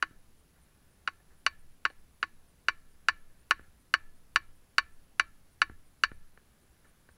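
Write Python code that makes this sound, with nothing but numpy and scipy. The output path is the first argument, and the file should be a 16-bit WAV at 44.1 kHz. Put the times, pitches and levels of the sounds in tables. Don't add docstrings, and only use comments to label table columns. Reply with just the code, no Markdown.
import sys
import numpy as np
from scipy import signal
from scipy.fft import rfft, irfft, next_fast_len
from scipy.io import wavfile
from scipy.ndimage import uniform_filter1d

SR = 44100
rng = np.random.default_rng(int(sys.argv[2]) if len(sys.argv) > 2 else 0)


def invert_db(x):
    u = np.asarray(x, float) / 20
    return 10 ** u


def store_pcm(level_fs):
    pcm = np.round(np.clip(level_fs, -1, 1) * 32767).astype(np.int16)
    wavfile.write(sys.argv[1], SR, np.atleast_2d(pcm).T)


N = 316193


def evened(x):
    return x / np.sqrt(np.mean(x ** 2) + 1e-20)


def peaked(x):
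    return x / abs(x).max()


def read(points, hz):
    f, value = np.transpose(points)
    return np.interp(np.log(hz + 1), np.log(f + 1), value)


def add(mix, s, sound):
    part = mix[max(round(s * SR), 0):][:len(sound)]
    part += sound[:len(part)]


def band(x, lo_hz, hi_hz):
    return signal.sosfilt(signal.butter(2, [lo_hz, hi_hz], "bandpass", fs=SR, output="sos"), x)


def coloured(x, points):
    size = next_fast_len(len(x))
    gain = invert_db(read(points, np.fft.rfftfreq(size, 1 / SR)))
    return irfft(rfft(x, size) * gain, size)[:len(x)]


def fuzzy(hz, width):
    r = np.exp(-np.pi * width / SR)
    noise = rng.standard_normal(N) + 1j * rng.standard_normal(N)
    slow = signal.lfilter([1], [1, -2 * r, r * r], noise)
    carrier = np.exp(2j * np.pi * hz * np.arange(N) / SR)
    return evened((slow * carrier).real)


def rings(modes):
    t = np.arange(SR // 3) / SR
    return sum(invert_db(db - 60 * t / t60) * np.sin(2 * np.pi * hz * t) for hz, db, t60 in modes)


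def driven(force, response):
    return signal.oaconvolve(force, response)[:len(force)]


def push(t, s, ms):
    u = np.clip((t - s) * 1000 / ms, 0, 1)
    return np.sin(np.pi * u) ** 2 / (ms * SR / 2000)


def debris(length, t60):
    t = np.arange(length) / SR
    swelling = invert_db(-60 * t / t60) * (1 - np.exp(-t / 0.0012))
    return swelling * rng.standard_normal(length) * (rng.random(length) < .3)


def swell(events, peak_s, rest_db, order):
    t = np.arange(N) / SR
    level = invert_db(rest_db)
    for s, db in events:
        u = np.maximum(t - s, 0) / peak_s
        level = level + invert_db(db) * (u * np.exp(1 - u)) ** order
    return level


# f/Hz, level/dB (per Hz)
AIR = [(15, -25), (25, -3), (68, 3), (108, -10.5), (170, -6), (560, -17), (1400, -21), (2990, -25),
       (8360, -28.5), (10100, -29.5), (11000, -27.5), (15700, -31), (16100, -50)]


def air():
    hz, t, z = signal.stft(rng.standard_normal(N), SR, nperseg=2048)
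    smooth = uniform_filter1d(rng.standard_normal(z.shape), 12, 0)
    patches_db = .8 * evened(uniform_filter1d(smooth, 3, 1))
    wash = signal.istft(z * invert_db(read(AIR, hz)[:, None] + patches_db), SR, nperseg=2048)[1][:N]
    return invert_db(-66) * evened(wash)


# f/Hz, width/Hz, level/dB
HUM = [(58.4, 39, -77), (92.6, 5.9, -83.5), (119, 9, -79), (164.5, 29, -81.5)]


def hum():
    return sum(invert_db(db) * fuzzy(hz, width) for hz, width, db in HUM)


# f/Hz, level/dB
WHINE = [(9755, -97), (9905, -94), (9981, -85), (10018, -93), (10056, -86), (10137, -92), (10212, -94),
         (12699, -99)]


def whine():
    t = np.arange(N) / SR
    tones = sum(invert_db(db + 3) * np.sin(2 * np.pi * (hz * t + rng.random())) for hz, db in WHINE)
    return tones + invert_db(-85.5) * fuzzy(10020, 390)


# f/Hz, level/dB, t60/s
CASE = [(1105, -14.5, 0.015), (960, -32.5, .02), (1484, -21.5, 0.045), (1510, -27.5, 0.033),
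        (1761, -18, 0.058), (1671, -33.5, 0.1), (2166, -26.5, 0.013), (2330, -25, 0.085),
        (2877, -19.5, 0.016), (4420, -50, 0.12)]
# f/Hz, level/dB
PORT = [(250, -53), (880, -11.5), (1030, -37.5), (1110, 2), (1550, 11.5), (1850, 4.5), (2900, -4.5),
        (3250, -22.5), (3800, -6.5), (4500, -9.5), (4950, -36), (5700, -15), (6600, -39), (9000, -49.5)]


def case(hard_db):
    hz = abs(np.fft.fftfreq(4096, 1 / SR))
    lift_db = hard_db / (1 + np.exp((2300 - hz) / 200))
    log_gain = np.log(invert_db(read(PORT, hz) + lift_db))
    colour = np.fft.ifft(np.exp(signal.hilbert(log_gain).conj())).real[:2048]
    response = rings(CASE)
    add(response, 0, peaked(colour))
    return response


# t/s, level/dB
RUSTLE = [(0.0, -69.5), (0.38, -85), (0.68, -71.5), (2.2, -79.5), (3.201, -70), (4.33, -80), (4.952, -75.5),
          (6.09, -76.5), (6.4, -72), (6.71, -72), (7.1, -71.5)]


def rustle():
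    s, db = np.transpose(RUSTLE)
    grains = invert_db(1.9 * rng.exponential(1, N)) * rng.standard_normal(N)
    grains *= rng.random(N) < 2500 / SR
    level_db = np.interp(np.arange(N) / SR, s, db) - 8
    return invert_db(level_db) * evened(driven(grains, case(-5)))


def sway():
    swings = [(s, -45.5 + 0.87 * db) for s, db, *_ in BLOWS]
    jerks = [(s, -51 + 0.96 * db) for s, db, *_ in BLOWS]
    jerks += [(s, -20 + db + dull_db) for s, db, dull_db, *_ in TAPS]
    jolts = fuzzy(23, 18) + 0.7 * fuzzy(59, 50)
    nod = swell(swings, peak_s=0.15, rest_db=-71, order=4) * fuzzy(11.0, 5.2)
    return nod + swell(jerks, peak_s=0.024, rest_db=-75, order=1) * jolts


# f/Hz, level/dB, t60/s
CHEEK = [(4367, -21.5, 0.014), (4500, -23.5, 0.018), (4474, -43.5, 0.08), (5640, -34, 0.011)]


def head_ring(force, hard_db):
    return invert_db(1.1 * hard_db) * driven(force, rings(CHEEK))


# f/Hz, level/dB (per Hz)
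STEEL = [(2500, -48.5), (5000, -13), (5700, -4.5), (6500, -12), (10700, -13), (12800, -38), (15000, -36),
         (16600, -56)]


def steel_crack(t):
    fall = invert_db(-60 * t / 0.011) + invert_db(-28.5 - 60 * t / 0.031)
    onset = 1 - np.exp(-t / 0.00024)
    return fall * onset * evened(coloured(rng.standard_normal(len(t)), STEEL))


# f/Hz, level/dB, t60/s
STAKE = [(360, 7.5, 0.0091), (583.2, 4, 0.013), (747, 8.5, 0.024), (904, 5.5, 0.016)]


def stake_bending(force):
    return driven(force, rings(STAKE))


# f/Hz, level/dB, t60/s
STAKE_HUM = [(321, 0, .13)]


def stake_hum(t, flat_s):
    return driven(push(t, flat_s, 2.2), rings(STAKE_HUM))


# f/Hz, level/dB, t60/s
LINGER = [(1358, -50, .07), (1725, -47, .07)]


def panels(t, flat_s):
    return driven(push(t, flat_s, .2) + invert_db(-18) * debris(len(t), 0.39), rings(LINGER))


# f/Hz, t60/s
SCATTER = [(300, 0.089), (1000, 0.061), (1600, 0.29), (2500, 0.32), (3200, 0.27), (5000, 0.27),
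           (12000, .06)]


def scatter():
    hz, t, z = signal.stft(rng.standard_normal(SR // 2), SR, nperseg=128)
    fading = z * invert_db(-60 * t / read(SCATTER, hz)[:, None])
    tail = signal.istft(fading, SR, nperseg=128)[1][:SR // 2]
    return tail * np.clip(np.arange(SR // 2) / SR / 0.019, 0, 1)


def blow(nearby, strength_db, hard_db, steel_db, echo_db):
    t = np.arange(SR // 2) / SR
    flat_s, echo_s = 0.001472, 0.0074
    force = invert_db(-10) * push(t, 0, 0.15)
    force += invert_db(-7) * push(t, flat_s - .0007, 0.17) + push(t, flat_s, 0.11)
    force += invert_db(echo_db) * push(t, flat_s + echo_s, 0.29)
    force += invert_db(-22.5) * nearby + invert_db(-21.0) * debris(len(t), 0.041)
    knock = driven(force, case(hard_db))
    tail = driven(invert_db(-58.5) * scatter(), case(4))
    knock = peaked(band(knock + tail, 540, 11000))
    knock += panels(t, flat_s) + head_ring(force, hard_db)
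    thud = peaked(band(stake_bending(force), 310, 950))
    low_hum = peaked(band(stake_hum(t, flat_s), 120, 710))
    wood = invert_db(-22 - 1.57 * hard_db) * thud + invert_db(-39.5 - 2.04 * hard_db) * low_hum
    return invert_db(strength_db) * (knock + wood) + invert_db(steel_db - 6.0) * steel_crack(t)


# t/s, strength level/dB, hardness/dB, steel crack level/dB, ground echo level/dB
BLOWS = [(0.024, -10.5, -1, -27, -11), (1.0742, -15.5, 0.5, -38.5, -4), (1.463, -8, 6, -22, -21.5),
         (1.8506, -10.5, 1, -37, -4.5), (2.227, -13.5, -0.5, -36.5, -7), (2.683, -8, 2.5, -33.5, -12),
         (3.0837, -6.5, 3, -24, -7.5), (3.508, -7, 1, -19, -11.5), (3.938, -5.5, 3, -23, -9.5),
         (4.3581, -6, 3.5, -21, -15), (4.781, -5, 5, -19, -14.5), (5.1953, -6, 3.5, -22, -21.5),
         (5.616, -5.5, 2, -22.5, -12), (6.0349, -5.5, 5.5, -23.5, -32)]


def blows():
    track = np.zeros(N)
    nearby = debris(SR // 2, .045)
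    for s, *row in BLOWS:
        add(track, s + 0.0009, blow(nearby, *row))
    return track


def tap(strength_db, dull_db, hard_db, length_ms):
    t = np.arange(SR // 8) / SR
    grit = rng.standard_normal(len(t)) * np.exp(-t * 1000 / length_ms)
    grit[0] = 30 / length_ms
    knock = peaked(driven(band(grit, 302.3, 6000), case(hard_db)))
    woody = peaked(band(stake_bending(grit), 320, 670))
    woody_db = -8 - 0.15 * dull_db
    shove = push(t, 0.00047, 3.2) - 0.42 * push(t, 0.00528, 6.0)
    shove = peaked(band(shove, 44, 636))
    return invert_db(strength_db) * (knock + invert_db(woody_db) * woody + invert_db(dull_db) * shove)


# t/s, strength
# level/dB, dull part level/dB, hardness/dB, length/ms
TAPS = [(.11, -60.5, 13, -18, 16), (.56, -64, -29, -13, 40), (1.2, -60.5, -36, -13, 10),
        (1.303, -61, -17, -10, 45), (1.902, -44.5, -24, 6, 4.3), (3.595, -43.5, -5, -19, 1.2),
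        (3.612, -57, 2, -5, 3.4), (3.63, -59.5, -13, -11, 32), (5.698, -42.5, 2.5, -14, 3.1),
        (5.716, -59, 10, -8, 2.7), (6.117, -41, 1, -16, 2.4), (6.376, -47, -16, -7, 2.2),
        (6.846, -58, -18, -3, 37), (7.09, -49, -6.5, -11.5, 4.6)]


def taps():
    track = np.zeros(N)
    for s, *row in TAPS:
        add(track, s - .001, tap(*row))
    return track


WRITES = [.372, .603, 0.904, 1.374, 1.576, 1.892, 2.19, 2.474, 2.893, 3.382, 3.782, 4.147, 4.546, 4.915,
          5.505, 5.85, 6.117, 6.6, 6.859, 7.103]
# f/Hz, level/dB
BUZZ = [(8850, -85), (9120, -77), (9400, -99)]


def memory_buzz():
    gate = np.zeros(N)
    for s in WRITES:
        add(gate, s, signal.windows.tukey(round(0.048 * SR), .6))
    return gate * sum(invert_db(db) * fuzzy(hz, 220) for hz, db in BUZZ)


def scene():
    mix = air() + hum() + whine() + rustle() + sway()
    mix += blows() + taps() + memory_buzz()
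    return mix[None]


def roll_off(x):
    return signal.sosfilt(signal.butter(12, 16710, fs=SR, output="sos"), x)


def record(dry):
    ceiling = .8
    mix = ceiling * np.tanh(dry / ceiling)
    return roll_off(mix)


dry = scene()
out = record(dry)
store_pcm(out)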